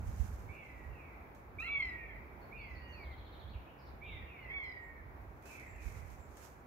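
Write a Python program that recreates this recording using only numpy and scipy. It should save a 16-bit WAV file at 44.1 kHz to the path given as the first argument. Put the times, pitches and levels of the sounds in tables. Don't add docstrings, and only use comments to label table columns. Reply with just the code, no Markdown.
import sys
import numpy as np
from scipy import signal
from scipy.fft import rfft, irfft, next_fast_len
from scipy.io import wavfile
from scipy.ndimage import map_coordinates

SR = 44100
rng = np.random.default_rng(int(sys.argv[2]) if len(sys.argv) > 2 else 0)


def waveform_to_disk(signal):
    frames = np.transpose(np.atleast_2d(signal))
    scaled = np.clip(frames, -1, 1) * 32767
    samples = np.round(scaled).astype(np.int16)
    wavfile.write(sys.argv[1], SR, samples)


N = 293962
TIME = np.arange(N) / SR


def amp(db):
    return 10 ** (np.asarray(db) / 20)


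def unit(x):
    return x / np.sqrt(np.mean(np.abs(x) ** 2) + 1e-20)


def along(points, hz):
    f, v = np.transpose(points)
    return np.interp(np.log(hz + 1), np.log(f + 1), v)


def curve(points):
    s, v = np.transpose(points)
    return np.interp(TIME, s, v)


def wobble(rate_hz, size=N):
    knots = rng.standard_normal(int(size * rate_hz / SR) + 4)
    return map_coordinates(knots, [np.arange(size) * rate_hz / SR])


def filtered(x, response):
    m = next_fast_len(N + 8192)
    gain = response(np.fft.rfftfreq(m, 1 / SR))
    return irfft(rfft(x, m) * gain, m)[..., :N]


def add(track, s, sound):
    start = max(round(s * SR), 0)
    part = sound[..., :N - start]
    track[..., start:start + part.shape[-1]] += part


def panned(db):
    return amp([[db / 2], [-db / 2]])


def rush(spectrum, alike):
    def response(hz):
        turn = np.arccos(np.clip(along(alike, hz), -1, 1)) / 2
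        return amp(along(spectrum, hz)) * [np.cos(turn), np.sin(turn)]

    mid, side = filtered(rng.standard_normal((2, N)), response)
    return unit(np.array([mid + side, mid - side]))


# (time [s], length [s], start [Hz], crest [Hz], settling pitch [Hz], rise [s], slide [s], swell [s],
#  peak level [dB], fade [dB/s], overtones [dB], hoarseness [dB], echo send [dB], left-right [dB],
#  left lead [s])
CRIES = [(0.484, .55, 2150, 2398, 1860, 0.063, 0.1, 0.016, -58.5, 35, -23, -10, -1.5, -7, .00038),
         (0.889, 0.26, 2850, 2783, 1888, 0.011, 0.13, 0.14, -64.5, 48, -30, -12, 1.5, -5, 0.00042),
         (1.583, 0.16, 2204, 2772, 1876, .069, 0.099, 0.0041, -46, 45, -12.5, -19, -5.5, -3, 0.000065),
         (1.624, 0.51, 1830, 2311, 1775, 0.094, 0.14, 0.16, -37, 80, -25, -29, -14.5, -2.5, 0.000088),
         (1.957, .23, 2480, 2485, 1815, .01, .145, 0.097, -55.5, 37, -26, -5.5, -7, -4, .00009),
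         (2.51, 0.59, 2030, 2442, 1830, 0.041, .11, 0.025, -53, 37, -21.5, -16, -5.5, -6.5, 0.00044),
         (2.802, 0.35, 2894, 2840, 2034, .115, .068, 0.22, -58.5, 51, -35, -12, -10, -2, 0.00047),
         (4.01, 0.24, 2162, 2416, 1840, 0.045, 0.083, 0.023, -53, 73, -22, -15, -1.5, -5.5, .00046),
         (4.257, 0.27, 2746, 2780, 1888, 0.0087, 0.084, 0.069, -62, -8, -28, -13, 0, -2, 0.00047),
         (4.369, .16, 2830, 2920, 1920, 0.012, 0.18, 0.044, -68, 25, -18, -25, -11, -3, 0.0004),
         (4.475, 0.54, 1930, 2255, 1814, .075, .124, 0.054, -43.5, 43.5, -21, -27, -9.5, -5.5, 0.00014),
         (5.427, 0.31, 2380, 2600, 1683, 0.053, .11, 0.12, -61.5, 36, -25, -7, 0.5, -4, 0.00029),
         (5.49, 0.17, 2232, 2390, 2204, 0.055, .06, .05, -58, 78, -33, -12, -13, -5.5, 0.00033),
         (5.727, 0.26, 2740, 2740, 1945, 0.00515, .093, 0.085, -66.5, 40, -37, -11, 2, -7, 0.00032)]
# (time [s], length [s], centre [Hz], width as standard deviation [Hz], level [dB])
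RASP_BANDS = [(.5, 0.15, 2590, 180, -63.5), (2.54, 0.11, 2630, 160, -58.5), (4.05, 0.074, 2710, 150, -62.5),
              (4.01, 0.19, 3350, 280, -65.5), (4.04, 0.17, 3680, 100, -65.5)]
GROUND_S, GROUND_DB = 0.0105, -16.5


def buzzards(slap_s=0.075, slap_db=-11):
    direct, sent = np.zeros((2, N)), np.zeros(N)
    for (s, length_s, start_hz, crest_hz, settle_hz, rise_s, slide_s, swell_s, peak_db, fade_db_per_s,
         overtone_db, hoarse_db, echo_db, side_db, lead_s) in CRIES:
        t = np.arange(int(length_s * SR)) / SR
        glide_hz = mew_pitch(t, start_hz, crest_hz, settle_hz, rise_s, slide_s)
        level_db = mew_level(t, swell_s, peak_db, fade_db_per_s)
        cry = mew(t, glide_hz, level_db, overtone_db, hoarse_db)
        left, right = cry * panned(side_db)
        add(direct[0], s, left)
        add(direct[1], s + lead_s, right)
        add(sent, s, cry * amp(echo_db))
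    for s, length_s, centre_hz, width_hz, db in RASP_BANDS:
        swell = signal.windows.tukey(int(length_s * SR), 0.7)
        band = lambda hz: np.exp(-((hz - centre_hz) / width_hz) ** 2 / 2)
        harsh = unit(filtered(rng.standard_normal(N), band))
        rasp = amp(db) * swell * harsh[:len(swell)]
        add(direct, s, rasp)
        add(sent, s, rasp)
    add(direct, GROUND_S, amp(GROUND_DB) * direct)
    direct += near_trunks(direct, db=-6.5, reach_s=0.03)
    foliage_db = [(2500, 2.5), (3200, -0.5), (5000, -1)]
    sent = filtered(sent, lambda hz: amp(along(foliage_db, hz)))
    add(direct, slap_s, amp(slap_db) * sent)
    return direct + woodland(sent, build_up_s=0.0085) * panned(-0.26)


DROOP_SHARE, DROOP_S = 0.07, 0.026


def mew_pitch(t, start_hz, crest_hz, settle_hz, rise_s, slide_s):
    scoop = (crest_hz - start_hz) * np.maximum(1 - t / rise_s, 0) ** 2
    after_crest = np.maximum(t - rise_s, 0) / slide_s
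    slide = (crest_hz - settle_hz) * (1 - 1 / (1 + after_crest ** 2))
    droop = 1 - DROOP_SHARE * np.exp((t - t[-1]) / DROOP_S)
    return (crest_hz - scoop - slide) * droop


SWELL_DB = 16.5


def mew_level(t, swell_s, peak_db, fade_db_per_s):
    swell_db = SWELL_DB * np.maximum(1 - t / swell_s, 0) ** 2
    return peak_db - swell_db - fade_db_per_s * np.maximum(t - swell_s, 0)


# (frequency [Hz], gain [dB])
THROAT_COLOUR = [(900, -9), (1400, 3), (2200, -17), (3300, 3), (3800, -10.5), (4200, -0.5), (4650, -9),
                 (5050, -7), (5500, -13), (7000, -31)]
SHRILL_DB = 4


def mew(t, hz, db, overtone_db, hoarse_db, waver=0.0034, flutter_db=2.5, edge_s=0.0049, shrill_s=0.255,
        shrill_width_s=0.075, bloom_s=0.023, rough_rad=0.15, shimmer_db=3):
    size = len(t)
    pitch_hz = hz / 2 * (1 + waver * wobble(90, size))
    phase = 2 * np.pi * np.cumsum(pitch_hz) / SR
    shrill = amp(SHRILL_DB) * (0.055 + np.exp(-((t - shrill_s) / shrill_width_s) ** 2))
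    bloom = 1 - np.exp(-(t / bloom_s) ** 2)
    jitter = rough_rad * wobble(350, size)
    voice = np.sin(2 * phase)
    for k, opening in ((1, 1), (3, 1), (4, shrill), (5, shrill)):
        partial_db = overtone_db + along(THROAT_COLOUR, k * pitch_hz) + shimmer_db * wobble(80, size)
        voice += bloom * opening * amp(partial_db) * np.sin(k * (phase + jitter))
    skirt = wobble(600, size) * np.sin(2 * phase) + wobble(600, size) * np.cos(2 * phase)
    voice += amp(hoarse_db) * skirt
    gate = np.clip(np.minimum(t, t[-1] - t) / edge_s, 0, 1)
    return np.sqrt(2) * voice * gate * amp(db + flutter_db * wobble(107.9, size))


def near_trunks(pair, db, reach_s, count=8):
    returns = np.zeros((2, N))
    for port, x in zip(returns, pair):
        for delay_s in rng.uniform(0.0044, reach_s, count):
            add(port, delay_s, amp(db) / np.sqrt(count) * x)
    return returns


# (frequency [Hz], time to decay 60 dB [s])
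TREE_T60 = [(300, 0.92), (2200, 1.48), (4500, 0.42), (10000, 0.6)]


def woodland(x, build_up_s):
    hz, t, z = signal.stft(rng.standard_normal((2, SR)), SR, nperseg=256)
    decay = amp(-60 * t / along(TREE_T60, hz)[:, None])
    shape = decay * (1 - np.exp(-t / build_up_s))
    shape /= np.sqrt(np.sum(shape ** 2, axis=1, keepdims=True) * 128)
    tail = signal.istft(z * shape, SR, nperseg=256)[1]
    return signal.fftconvolve(x[None], tail, axes=1)[:, :N]


# (first time [s], notes [count], spacing [s], length [s], start [Hz], end [Hz],
#  level of the last before direct and echo gains [dB], buzz [share of pitch], crescendo [dB/note])
NOTE_RUNS = [(2.41, 4, 0.17, .028, 4520, 4280, -67.5, .014, 3.5),
             (2.61, 3, 0.18, 0.042, 4830, 4460, -75, 0.037, 1),
             (2.687, 2, .19, 0.043, 6870, 5750, -85, 0.063, 2.5),
             (3.031, 6, 0.072, 0.044, 4520, 2920, -68.5, 0.048, 0.8)]
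# (time [s], length [s], start [Hz], end [Hz],
#  level before direct and echo gains [dB], buzz [share of pitch])
SINGLE_NOTES = [(3.475, 0.031, 3180, 4430, -69, 0.05), (3.527, 0.043, 3180, 2220, -66.5, 0.077),
                (3.656, 0.061, 2305, 3100, -71, .058), (3.781, 0.05, 5370, 4470, -78, 0.069),
                (3.851, .041, 5230, 3600, -75, 0.091), (4.8, .06, 7600, 7240, -89, 0.035),
                (5.655, 0.078, 7500, 7180, -77.5, 0.027), (6.175, 0.082, 7480, 7150, -80, .03)]


def songbird():
    notes = []
    for s, count, spacing_s, length_s, start_hz, end_hz, last_db, buzz, crescendo_db in NOTE_RUNS:
        for k in range(round(count)):
            db = last_db - crescendo_db * (round(count) - 1 - k)
            notes.append((s + k * spacing_s, length_s, start_hz, end_hz, db, buzz))
    song = np.zeros(N)
    for s, length_s, start_hz, end_hz, db, buzz in [*notes, *SINGLE_NOTES]:
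        size = int(length_s * SR)
        hz = np.geomspace(start_hz, end_hz, size) * (1 + buzz * wobble(1140, size))
        whistle = np.sin(2 * np.pi * np.cumsum(hz) / SR)
        add(song, s, amp(db) * signal.windows.tukey(size, 0.4) * whistle)
    return amp(2) * song + amp(8) * woodland(song, build_up_s=0.0027)


# (time [s], frequency [Hz], level before panning [dB])
JOLTS = [(0.086, 53.4, -39.5), (0.213, 62.5, -31.5), (5.873, 52, -42)]
# (peak time [s], half length to 1/e [s], level before panning [dB])
SLEEVE_STROKES = [(0.206, 0.2, -64), (0.44, 0.6, -76), (5.524, 0.054, -59), (5.871, 0.056, -63),
                  (5.981, 0.038, -66), (6.054, 0.75, -75), (6.118, 0.078, -72), (6.433, 0.08, -62)]
# (frequency [Hz], relative density [dB per Hz])
CLOTH_COLOUR = [(1500, 4.5), (3500, -8.5), (5000, -6.5), (6500, -1), (8500, -8), (11000, -9.5), (13500, -6),
                (15500, -18)]
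# (time [s], level before trim [dB], left-right [dB])
HANDLING_TICKS = [(1.3486, -58, -5), (1.6008, -52.5, -1), (1.8524, -58.5, -1.5), (4.6384, -68, 15),
                  (5.4237, -67, -22), (5.456, -50.5, -4), (5.5975, -52, -9), (5.636, -69, 5),
                  (5.761, -60, -5.5), (5.9209, -57, -16), (6.103, -57.5, -11), (6.3705, -49.5, 2)]


def handling(grain_db=1.0, tick_t60_s=0.021, bump_s=0.016):
    jolts = sum(amp(db) * np.exp(-((TIME - s) / bump_s) ** 2) * np.sin(2 * np.pi * hz * (TIME - s))
                for s, hz, db in JOLTS)
    stroke = sum(amp(db) * np.exp(-((TIME - s) / half_s) ** 2) for s, half_s, db in SLEEVE_STROKES)
    grain = amp(grain_db * wobble(700) + 1.6 * wobble(40))
    fibres = unit(rush(CLOTH_COLOUR, [(1000, 0.013)]) * grain)
    ticks, t = np.zeros((2, N)), np.arange(SR // 8) / SR
    fade = amp(-60 * t / tick_t60_s) + amp(-2.5 - 60 * t / 0.46)
    for s, db, side_db in HANDLING_TICKS:
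        add(ticks, s, amp(db - 9.5) * fade * panned(side_db))
    tick_noise = rush(CLOTH_COLOUR, [(1000, 0.0026)])
    return jolts * panned(-23) + stroke * fibres * panned(-8.5) + ticks * tick_noise


# (time [s], level before BUFFET_DB [dB])
BUFFET_LEVEL = [(0.26, -41.5), (0.28, -46.5), (0.49, -47.5), (0.6, -61), (0.92, -48), (1.01, -59.5),
                (2.2, -51.5), (2.27, -57), (2.9, -51), (3.42, -54.5), (3.56, -47), (3.76, -66), (3.95, -49),
                (3.99, -55), (4.27, -47.5), (4.36, -63.5), (4.49, -52.5), (4.74, -58), (5.36, -53),
                (5.54, -68), (5.59, -55.5), (5.81, -54.5), (5.84, -49.5), (6.67, -63)]
# (time [s], left-right [dB])
BUFFET_BALANCE = [(.3, -6), (.9, -2.5), (5.45, -1.5), (6.05, -10), (6.67, -4.5)]
# (frequency [Hz], relative density [dB per Hz])
RUMBLE_COLOUR = [(13, -48.5), (24, -28), (47, -1), (65, 3), (78, 0), (100, -5.5), (162, -19), (220, -18),
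                 (290, -39), (480, -120)]
BUFFET_DB, EDDY_DB, EDDY_HZ = 1, 1.5, 9


def buffeting():
    eddies_db = EDDY_DB * np.array([wobble(EDDY_HZ), wobble(EDDY_HZ)])
    side_db = curve(BUFFET_BALANCE)
    level_db = BUFFET_DB + curve(BUFFET_LEVEL) + eddies_db + np.array([side_db, -side_db]) / 2
    return amp(level_db) * rush(RUMBLE_COLOUR, [(30, 0.8), (120, 0.95)])


# (frequency [Hz], relative density [dB per Hz])
HUSH_COLOUR = [(76, -38), (130, -1), (179, -7.5), (284, -5.5), (391, -5.5), (487, -8), (835, -6.5),
               (1680, -15), (2010, -18.5), (2320, -17.5), (2950, -32.5), (7390, -44), (8340, -52),
               (12000, -36.5), (15500, -37)]
# (time [s], level [dB])
HUSH_FADE = [(0, -56), (3, -56), (6.67, -58)]
# (frequency [Hz], left-right correlation [-1 to 1])
HUSH_LIKENESS = [(160, 0.83), (270, 0.89), (450, 0.68), (740, 0.12), (1220, -0.14), (2000, -0.18),
                 (5000, -0.0064)]


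def hush():
    level_db = curve(HUSH_FADE) + 0.59 * wobble(7.7)
    return amp(level_db) * rush(HUSH_COLOUR, HUSH_LIKENESS) * panned(-1.2)


def scene():
    return buzzards() + songbird() + handling() + buffeting() + hush()


TOP_HZ = 15720


def record(dry):
    return filtered(dry, lambda hz: hz < TOP_HZ)


dry = scene()
out = record(dry)
waveform_to_disk(out)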